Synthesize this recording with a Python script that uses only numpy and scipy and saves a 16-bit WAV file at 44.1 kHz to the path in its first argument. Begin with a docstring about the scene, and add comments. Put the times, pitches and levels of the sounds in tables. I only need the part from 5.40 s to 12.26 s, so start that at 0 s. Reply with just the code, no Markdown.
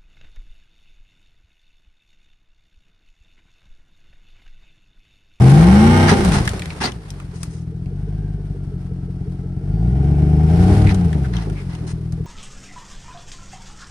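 """A V8 engine drives an SUV over boulders a few metres away: a hard rev, a loping idle, a gentler push.
Its uneven firings excite the resonances of the exhaust pipe, which rise as the gas heats up.
Speed and load govern the growl and bark of the exhaust and the rush of fan and belts.
Beneath, the tyres crack stones, scrape and squeak over rock and crush grit; the suspension knocks."""
import sys
import numpy as np
from scipy import signal
from scipy.fft import rfft, irfft, next_fast_len
from scipy.io import wavfile
from scipy.ndimage import uniform_filter1d

SR = 44100
rng = np.random.default_rng(int(sys.argv[2]) if len(sys.argv) > 2 else 0)


def transcribe(u):
    """Save the signal u as a 16-bit wav file named by the first command-line argument.

    u: samples, shape (n,) or (channels, n), limited to [-1, 1]; the rate is SR.
    q: integer samples, one column per channel.
    """
    v = np.clip(np.atleast_2d(u).T, -1, 1)
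    q = np.round(v * 32767).astype(np.int16)
    wavfile.write(sys.argv[1], SR, q)


N = 302526
TIME = np.arange(N) / SR

# Engine speed before flywheel smoothing. Each row: time in seconds, speed in rpm.
ENGINE_SPEED = [(0.0, 1835), (0.122, 2090), (0.369, 3135), (0.553, 3730), (0.717, 3755), (0.974, 1991),
                (1.2, 1342), (1.657, 738), (1.997, 620), (2.333, 607), (2.641, 773.3), (2.897, 768),
                (3.419, 663.6), (4.201, 670), (4.652, 1067), (5.058, 1165), (5.426, 1566), (5.886, 913.2),
                (6.325, 611.6), (6.86, 605.7)]
# Engine load. Each row: time in seconds, load (1 is a hard push).
ENGINE_LOAD = [(0, 1.156), (.66, 1.177), (.78, 0.84), (.87, 0.79), (.96, 1), (1.08, 0.23), (1.22, 0.25),
               (1.65, 0.015), (2.1, 0.019), (2.7, 0.27), (3.4, 0.17), (4.2, 0.3), (4.5, 0.67), (5.0, 0.87),
               (5.33, 1.115), (5.7, 0.65), (6.25, 0.15), (6.86, 0.16)]
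# Cylinders in firing order. Each row: relative pulse level in dB, relative gas puff level in dB.
CYLINDER_LEVELS = [(4, 11), (0.8, 3), (-2, 0.5), (3, 6.5), (0.5, -3.5), (1.5, 9.5), (2.6, 7.5), (-2.3, 2)]
# Cylinder inequality. Each row: time in seconds, multiplier of the pulse levels in dB.
IMBALANCE = [(0, -0.2), (.3, 1.8), (.6, 1), (1, 3.3), (1.6, 1.5), (4.2, 1.73), (5, 1.16), (5.4, 1.35),
             (6.86, 0.64)]
FAR_BANK, FAR_BANK_S = [0, 0, 1, 0, 1, 1, 0, 1], .00077   # cylinders marked 1 have a longer pipe
SCATTER_DB, OVERRUN_SCATTER_DB = 1.5, 1.0   # spread of strength; extra per octave/s of falling revs
LATE_S_PER_DB, WANDER_S, IDLE_RPM = .00003, .0002, 600   # weak firings lag; timing wanders most at idle

# Gas heat. Each row: time in seconds, speed of sound as a multiple of that at idle.
SOUND_SPEED = [(0, 1.17), (.3, 1.23), (.6, 1.33), (1, 1.14), (1.6, 1), (4.2, 1), (5, 1.03), (5.4, 1.06),
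               (6.86, .98)]
# Low, middle and high pipe modes at idle. Each row: frequency in Hz, bandwidth in Hz, gain in dB.
BOOM_MODES = [(51.2, 17, 2), (120, 83.5, 0), (172.15, 20.6, 4.12), (223.7, 47, -21.5), (298.6, 14, -10.5),
              (387.4, 47, -12.5), (436, 62, -23)]
GROWL_MODES = [(295.7, 7.8, 15), (366, 19.4, 1.5), (414, 37, -0.5)]
BARK_MODES = [(613.3, 22.6, 3.5), (743, 18, 10.5), (822, 3.6, 6.5), (950, 360, -27)]
# Silencer modes. Each row: frequency in Hz, bandwidth in Hz, gain in dB.
SILENCER_MODES = [(300.77, 27, 3.5), (399, 63, -6), (624, 30, -16), (750, 20.5, -5.5)]
# Low exhaust note. Each row: time in seconds, level in dB.
BOOM_LEVEL = [(0.0, -6.5), (0.09, -5), (0.71, -11), (0.82, -25), (0.84, -13.5), (0.95, -14.5), (1.24, -32),
              (1.28, -24), (1.36, -37), (1.43, -28), (1.6, -32.5), (2.81, -22), (3.19, -25.5),
              (4.11, -24.5), (4.17, -22.5), (4.2, -28.5), (4.24, -21), (4.43, -15), (4.97, -11.5),
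              (5.2, -11), (5.44, -10.5), (6.31, -26), (6.84, -22), (6.86, -34)]
# Exhaust rumble, engine-bay rasp and hiss. Each row: frequency in Hz, relative spectral density in dB.
RUMBLE_SPECTRUM = [(20, -41), (45, -7), (80, -6), (180, -15), (300, 5), (600, -47.5)]
RASP_SPECTRUM = [(530, 3.5), (900, 5), (1140, -1.5), (1310, -3.5), (1420, 4.5), (1530, 1.5), (1750, -8.5),
                 (2040, -1.5), (2300, -11.5), (3200, -19.5), (4160, -91), (7040, -120)]
HISS_SPECTRUM = [(1650, -20.5), (2800, -2), (4700, -8), (5530, -1), (6790, -12.5), (8300, -10.5),
                 (9110, -9.5), (10200, -27), (11200, -18), (12400, -17), (16200, -59), (22000, -120)]
# Whines of belt-driven parts. Each row: cycles per firing, relative level in dB.
BELT_ORDERS = [(22.5, -16), (29.5, -3), (32.3, -3), (36, -5.5)]
# Thin tones, probably steering pump and intake air. Each row: time in seconds, pitch in Hz, level in dB.
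PUMP_WHINE = [(2.2, 1240, -80), (2.85, 1616, -61), (3.05, 1457, -68), (3.3, 1316, -63), (4.05, 1310, -66),
              (4.46, 1443, -60), (5.0, 1434, -61), (5.38, 1480, -42), (5.7, 1465, -85)]
INTAKE_WHISTLE = [(4.25, 4490, -79), (4.35, 4550, -63), (4.6, 4950, -75), (4.95, 5196, -64),
                  (5.25, 5330, -56), (5.5, 5487, -82)]
# Each law: unloaded level in dB at the reference speed, dB per octave of speed, dB per unit of load.
REFERENCE_RPM = 1000
GROWL_LAW, BARK_LAW = (-55.5, 0.31, 29.15), (-62.5, 0.61, 30.8)
THROAT_LAW, CHUFF_LAW = (-56, -11, 30), (-46, -6, 19)
RASP_LAW, HISS_LAW, WHINE_LAW = (-61, 9.92, 17.15), (-66.5, 12.7, 6.7), (-68, 1, 8)

# Cracking stones, and one short low tock at 1.134 s made the same way. Each row: start in seconds, relative
# level in dB, pitch in Hz, brightness in dB.
STONE_CRACKS = [(0.783, -39, 1300, -18), (0.848, -22.5, 1290, 4), (0.92, -23, 1390, -4),
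                (0.941, -27, 852, -8), (0.984, -27, 700, -23), (1.053, -29.5, 2980, 9),
                (1.076, -16.5, 1630, -6), (1.091, -27, 1911, 23), (1.134, -30, 437, -18),
                (1.194, -31.5, 2160, 8), (1.22, -27, 1880, -11), (1.257, -28.5, 1944, 0),
                (1.304, -28.5, 2180, -24), (1.413, -22.5, 1590, -20), (1.519, -36, 2870, 1),
                (1.704, -33, 5300, 12), (1.8, -37.5, 1210, -11), (2.031, -28.5, 1330, 13),
                (2.458, -52, 2274, -10), (5.471, -25.5, 2080, -34), (5.492, -28.5, 2010, -30),
                (5.545, -31.5, 1300, 15), (5.729, -33, 1714, -4.5), (5.937, -34.5, 1830, -15),
                (5.967, -29, 3030, -29), (6.099, -37, 1340, -3), (6.351, -40.5, 2820, 3),
                (6.723, -40.5, 1240, 16)]
# Tyre slides. Each row: start in seconds, nominal length in seconds, level in dB, brightness in dB.
TYRE_SLIDES = [(0.677, 0.064, -19, -8.5), (0.917, 0.078, -25.5, 0.5), (1.405, 0.089, -26.5, -7),
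               (1.94, 0.27, -59, 13.5), (5.49, 0.033, -32, -20), (5.926, 0.13, -40, -15),
               (6.158, 0.068, -54, -25), (6.29, 0.12, -48.5, -32), (6.466, 0.058, -45.5, 8.5)]
# Modes of grinding rock and of the underbody. Each row: frequency in Hz, bandwidth in Hz, gain in dB.
ROCK_MODES = [(860, 370, 5.5), (1460, 95, 5), (1655, 120, 3), (2040, 125, 5), (2570, 770, -4.5),
              (4194, 42, 3), (4640, 410, -8.5), (5530, 660, -3), (5970, 580, -3), (9200, 820, -12)]
UNDERBODY_MODES = [(195, 102, 1.5), (365.6, 23.3, 15.5), (366, 36, 14.5), (571, 17, 0.5), (750, 200, -1)]
# Suspension jolts. Each row: start in seconds, relative level in dB.
JOLTS = [(0.715, -19.5), (0.785, -32.5), (0.826, -37.5), (0.853, -54), (0.934, -33), (0.983, -43),
         (1.131, -41), (1.409, -37), (1.437, -35), (5.751, -36), (6.07, -37.5), (6.422, -42.5)]
# Rubber slipping on stone. Each row: centre in seconds, length in seconds, pitch in Hz, level in dB.
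SLIPS = [(1.452, 0.035, 4400, -27), (5.856, 0.027, 1480, -39), (5.49, 0.063, 1980, -35.5),
         (6.188, 0.067, 2200, -47), (6.2, 0.048, 3300, -69)]
# Crushed grit. Each row: frequency in Hz, relative spectral density in dB.
GRIT_SPECTRUM = [(200, 10), (500, 4.5), (900, 1.5), (2000, -4.5), (3000, -10.5), (5000, -11), (7000, -17.5),
                 (9100, -17), (11200, -16.5), (13000, -56)]
# Crunch of rolling and deep rumble of climbing. Each row: time in seconds, level in dB.
ROLLING_LEVEL = [(0, -24), (.6, -32), (.88, -23.5), (1.2, -37.5), (1.42, -39), (1.62, -47), (2.05, -49),
                 (2.25, -56.5), (4.3, -55), (5.0, -45.5), (5.33, -30.5), (5.62, -43), (6.3, -45),
                 (6.65, -51.5), (6.86, -52.5)]
HEAVE_LEVEL = [(0, -40), (.6, -56), (.8, -26), (1.0, -25), (1.3, -42), (1.8, -46), (4.9, -50), (5.2, -20),
               (5.5, -17), (5.8, -38.5), (6.3, -55), (6.86, -53)]

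# Stereo width. Each row: frequency in Hz, side minus mid in dB.
STEREO_WIDTH = [(60, -6), (250, -15), (600, -5), (1200, -2), (2500, 1), (5000, -2), (9000, 1.5),
                (12000, 6.5)]
# Microphone balance. Each row: frequency in Hz, left minus right in dB.
MIC_TILT = [(60, 0.4), (150, 2.5), (300, 0.5), (650, -8), (1300, -4), (2600, 2), (5000, 6), (9000, 0)]


def firings():
    """Four-stroke cycle: eight firings in two turns. Gives the running count, pulses and gas puffs."""
    rpm = engine_rpm()
    count = 5.45 + np.cumsum(rpm) / 15 / SR   # rpm / 15 firings a second, starting in mid-cycle
    firing = np.arange(int(count[0]) + 1, int(count[-1]) + 1)
    cylinder = firing % len(CYLINDER_LEVELS)
    times = np.interp(firing, count, TIME) + FAR_BANK_S * np.array(FAR_BANK)[cylinder]
    imbalance, = in_time(IMBALANCE, times)
    slowing = np.maximum(-np.gradient(np.log2(rpm)) * SR, 0)
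    scatter_db = SCATTER_DB + OVERRUN_SCATTER_DB * np.interp(times, TIME, slowing)
    pulse_db, puff_db = np.array(CYLINDER_LEVELS)[cylinder].T
    time_draw, pulse_draw, puff_draw = rng.standard_normal((len(firing), 3)).T
    times = times - LATE_S_PER_DB * scatter_db * pulse_draw
    wander = WANDER_S * (IDLE_RPM / np.interp(times, TIME, rpm)) ** 2 * time_draw
    pulses = clicks(times + wander, from_db(imbalance * pulse_db + scatter_db * pulse_draw))
    puffs = clicks(times, from_db(puff_db + scatter_db * puff_draw))
    return count, pulses, puffs


def engine_rpm(flywheel_s=.082):
    """Flywheel inertia smooths every change of speed."""
    return uniform_filter1d(in_time(ENGINE_SPEED)[0], size=int(flywheel_s * SR), mode="nearest")


def loudness(law):
    """Amplitude follows a power law in engine speed and grows exponentially with load."""
    base_db, speed_db, load_db = law
    octaves = np.log2(engine_rpm() / REFERENCE_RPM)
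    return from_db(base_db + speed_db * octaves + load_db * in_time(ENGINE_LOAD)[0])


def exhaust(pulses, puffs):
    """Forced resonance: pulses ring the pipe modes, and turbulent gas roughens the upper ones."""
    level = from_db(in_time(BOOM_LEVEL)[0])
    boom = level * even(band(pipe(pulses, BOOM_MODES), 37.6, 209.4, order=2))
    gas = even(fade(puffs, 0.04) * stereo_noise())
    beats = even(puffs)
    beats = rms_one(beats - .6 * np.roll(beats, 410) + .45 * np.roll(beats, 655))   # comb filter
    growl_ring = pipe(even(pulses) + .35 * beats + .12 * gas, GROWL_MODES, heat_exponent=.708)
    growl = loudness(GROWL_LAW) * even(band(growl_ring, 312, 564, order=5))
    bark_ring = pipe(beats + .2 * gas, BARK_MODES, heat_exponent=.3)
    bark = loudness(BARK_LAW) * even(band(bark_ring, 590, 1050))
    rumble = from_db(-29) * level * rms_one(colour(stereo_noise(), RUMBLE_SPECTRUM))
    return boom + widen(growl + bark + rumble)


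def pipe(drive, modes, heat_exponent=1):
    """Pipe modes rise with the speed of sound: hot gas makes the pipe's own clock run faster."""
    lead = int(120 / ENGINE_SPEED[0][1] * SR)   # one extra engine cycle, so the pipe starts out ringing
    drive = uniform_filter1d(np.concatenate([drive[..., :lead], drive], axis=-1), size=8)
    clock = np.cumsum(np.pad(in_time(SOUND_SPEED)[0], (lead, 0), "edge") ** heat_exponent)
    steps = np.arange(int(clock[-1]))
    ringing = [resonate(np.interp(steps, clock, x), modes) for x in np.atleast_2d(drive)]
    return np.array([np.interp(clock[lead:], steps, x) for x in ringing])


def throat(count):
    """The silencer's resonances select clean harmonics of the firing rate."""
    harmonics = sum(np.sin(2 * np.pi * k * count) for k in range(3, 15))
    return loudness(THROAT_LAW) * even(band(resonate(harmonics, SILENCER_MODES), 258, 880))


def chuffs(count, anchor_s=3.33, width_firings=.7):
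    """Amplitude modulation of noise: once a cycle, one cylinder puffs softly from the tailpipe."""
    cycle = len(CYLINDER_LEVELS)
    firings_off = (count - np.interp(anchor_s, TIME, count) + cycle / 2) % cycle - cycle / 2
    swell = np.exp(-(firings_off / width_firings) ** 2)
    breath = rms_one(band(rng.standard_normal(N), 385, 460, order=4))
    return loudness(CHUFF_LAW) * swell * breath


def engine_bay(count, puffs):
    """Firings modulate the broadband rush; belt-driven parts whine at multiples of the firing rate."""
    air = rms_one((1 + 0.14 * even(fade(puffs, 0.016))) * stereo_noise())
    beats = engine_rpm() / REFERENCE_RPM * even(puffs)
    machinery = rms_one(reflections(air + beats, decay_s=.011) + .9 * air)
    rasp = loudness(RASP_LAW) * even(colour(machinery, RASP_SPECTRUM))
    hiss = loudness(HISS_LAW) * even(colour(machinery, HISS_SPECTRUM))
    waver = rms_one(band(stereo_noise(), 10, 22, order=2))
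    tones = sum(from_db(db) * np.sin(2 * np.pi * cycles * count) for cycles, db in BELT_ORDERS)
    whine = loudness(WHINE_LAW) * tones * (1 + 0.35 * waver)
    return widen(rasp + hiss + whine)


def reflections(x, decay_s):
    """Close echoes off body and rocks interfere, leaving narrow spectral peaks and dips."""
    t = TIME[:SR // 12]
    response = rms_one(stereo_noise(len(t)) * np.exp(-t / decay_s)) / np.sqrt(len(t))
    return signal.fftconvolve(x, response, axes=1)[:, :N]


def thin_tone(curve):
    """Random phase modulation makes a gliding tone slightly unsteady."""
    hz, db = in_time(curve)
    unsteady = rms_one(band(rng.standard_normal(N), 6, 30, order=2))
    return from_db(db) * np.sin(2 * np.pi * np.cumsum(hz) / SR + .5 * unsteady)


def stones():
    """Brittle fracture: a short burst with a bright edge rings three damped modes of the stone."""
    out, t = np.zeros((2, N + SR)), TIME[:SR // 8]
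    for start, db, hz, bright_db in STONE_CRACKS:
        burst = stereo_noise(len(t)) * (np.exp(-t / 0.0028) + 0.15 * np.exp(-t / 0.018))
        ring = rms_one(resonate(burst, [(hz, 400, 0), (hz * 1.22, 450, -3), (hz * 1.91, 500, -9)]))
        crack = ring + from_db(bright_db - 8.5) * rms_one(band(burst, 2760, 9100, order=2))
        i = int(start * SR)
        out[:, i:i + len(t)] += from_db(db + 6.5) * crack / np.abs(crack).max()
    return widen(out[:, :N])


def scrapes():
    """Sliding friction: a tyre drags grains over the rock and excites its resonances."""
    grind = rms_one(resonate(grit(per_s=900, spread_db=3.8), ROCK_MODES))
    edge = band(grind, 5600, 10800, order=1)
    out = 0
    for start, length, db, bright_db in TYRE_SLIDES:
        stroke = np.interp(TIME - start, [-.004, .011, .66 * length, 1.23 * length], [0, 1, 1, 0])
        out = out + from_db(db) * stroke * (grind + (from_db(bright_db) - 1) * edge)
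    return widen(out)


def knocks():
    """Impact excitation: suspension jolts ring the underbody modes."""
    starts, db = np.transpose(JOLTS)
    jolts = fade(clicks(starts, from_db(db)), 0.038) * band(stereo_noise(), 185, 435, order=2)
    return widen(from_db(32) * resonate(jolts, UNDERBODY_MODES))


def squeaks():
    """Stick-slip friction drives one narrow resonance for a moment."""
    friction, out = stereo_noise(), 0
    for centre, length, hz, db in SLIPS:
        swell = np.exp(-(2 * (TIME - centre) / length) ** 4)
        out = out + from_db(db) * swell * rms_one(resonate(friction, [(hz, 0.11 * hz, 0)]))
    return widen(out)


def rolling():
    """Many tiny fractures add up to a crunch as the tyres roll over grit."""
    crunch = rms_one(colour(grit(per_s=1200, spread_db=1.5), GRIT_SPECTRUM))
    return widen(from_db(in_time(ROLLING_LEVEL)[0]) * crunch)


def grit(per_s, spread_db):
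    """Shot noise: grains break at random instants, in short bursts of uneven size."""
    sizes = from_db(spread_db * np.minimum(rng.exponential(1, (2, N))[0], 4))
    breaks = rng.random(N) < per_s / SR
    return rms_one(fade(sizes * breaks, 0.008) * stereo_noise())


def heave():
    """Low narrow-band noise is heard as a rumble that swells with the climb."""
    return from_db(in_time(HEAVE_LEVEL)[0]) * even(band(rng.standard_normal(N), 38, 83, order=2))


def from_db(db):
    """Amplitude grows tenfold every 20 dB."""
    return 10 ** (np.asarray(db) / 20)


def rms_one(x):
    """Normalisation to unit power."""
    return x / np.sqrt(np.mean(x ** 2) + 1e-20)


def even(x):
    """Division by the running RMS holds the slow level at one and keeps the single beats."""
    power = uniform_filter1d(uniform_filter1d(x * x, size=5300), size=5300)
    return x / np.sqrt(np.abs(power) + 1e-20)


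def in_time(rows, t=TIME):
    """Linear interpolation of each column of a curve at the times t."""
    times, *columns = np.transpose(rows)
    return [np.interp(t, times, column) for column in columns]


def stereo_noise(samples=N):
    """Two uncorrelated channels of white noise."""
    return rng.standard_normal((2, samples))


def clicks(times, heights):
    """An impulse train with the given times and heights."""
    return np.bincount(np.clip(np.asarray(times) * SR, 0, N).astype(int), heights, N + 1)[:N]


def fade(x, decay_s):
    """Leaky integration gives each impulse an exponential tail."""
    return signal.lfilter([1], [1, -np.exp(-1 / (decay_s * SR))], x + 1e-18)


def band(x, low_hz, high_hz, order=3):
    """Maximally flat band-pass filtering."""
    sections = signal.butter(order, [low_hz, high_hz], "band", fs=SR, output="sos")
    return signal.sosfilt(sections, x + 1e-18)


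def colour(x, spectrum):
    """Spectral shaping by a dB curve read on a log-frequency axis."""
    size = next_fast_len(N)
    bin_hz = np.arange(size // 2 + 1) * SR / size
    hz, db = np.transpose(spectrum)
    gain = from_db(np.interp(np.log(bin_hz + 1), np.log(hz), db))
    return irfft(rfft(x, size) * gain, size)[..., :N]


def resonate(x, modes):
    """Modal superposition: damped resonators add with alternating sign."""
    out = 0
    for k, (hz, width, db) in enumerate(modes):
        radius = np.exp(-np.pi * width / SR)
        feedback = [1, -2 * radius * np.cos(2 * np.pi * hz / SR), radius ** 2]
        ring = (1 - radius ** 2) / 2 * signal.lfilter([1, 0, -1], feedback, x + 1e-18)
        out = out + (-1) ** k * from_db(db) * ring
    return out


def widen(pair):
    """Mid-side stereo: sum and difference give left and right, wider towards the treble."""
    mid, side = pair
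    return mid + colour(side, STEREO_WIDTH) * [[1], [-1]]


def scene():
    """Superposition: the pressures of engine, body and tyres add."""
    count, pulses, puffs = firings()
    tailpipe = exhaust(pulses, puffs) + chuffs(count) + throat(count)
    machinery = engine_bay(count, puffs) + thin_tone(PUMP_WHINE) + thin_tone(INTAKE_WHISTLE)
    return tailpipe + machinery + heave() + rolling() + knocks() + stones() + scrapes() + squeaks()


def record(dry, ceiling=.96, cutoff_hz=12200):
    """Each microphone port adds colour, a resonance and a notch; peaks saturate and the top is cut."""
    pair = np.array([colour(x, np.array(MIC_TILT) * [1, share]) for x, share in zip(dry, (.5, -.5))])
    ported = pair + resonate(pair, [(9420, 580, 5.0)])
    notched = signal.lfilter(*signal.iirnotch(10200, Q=7, fs=SR), ported)
    rounded = notched / (1 + (notched / ceiling) ** 8) ** (1 / 8)
    return signal.sosfilt(signal.ellip(10, .3, 80, cutoff_hz, fs=SR, output="sos"), rounded)


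dry = scene()
out = record(dry)
transcribe(out)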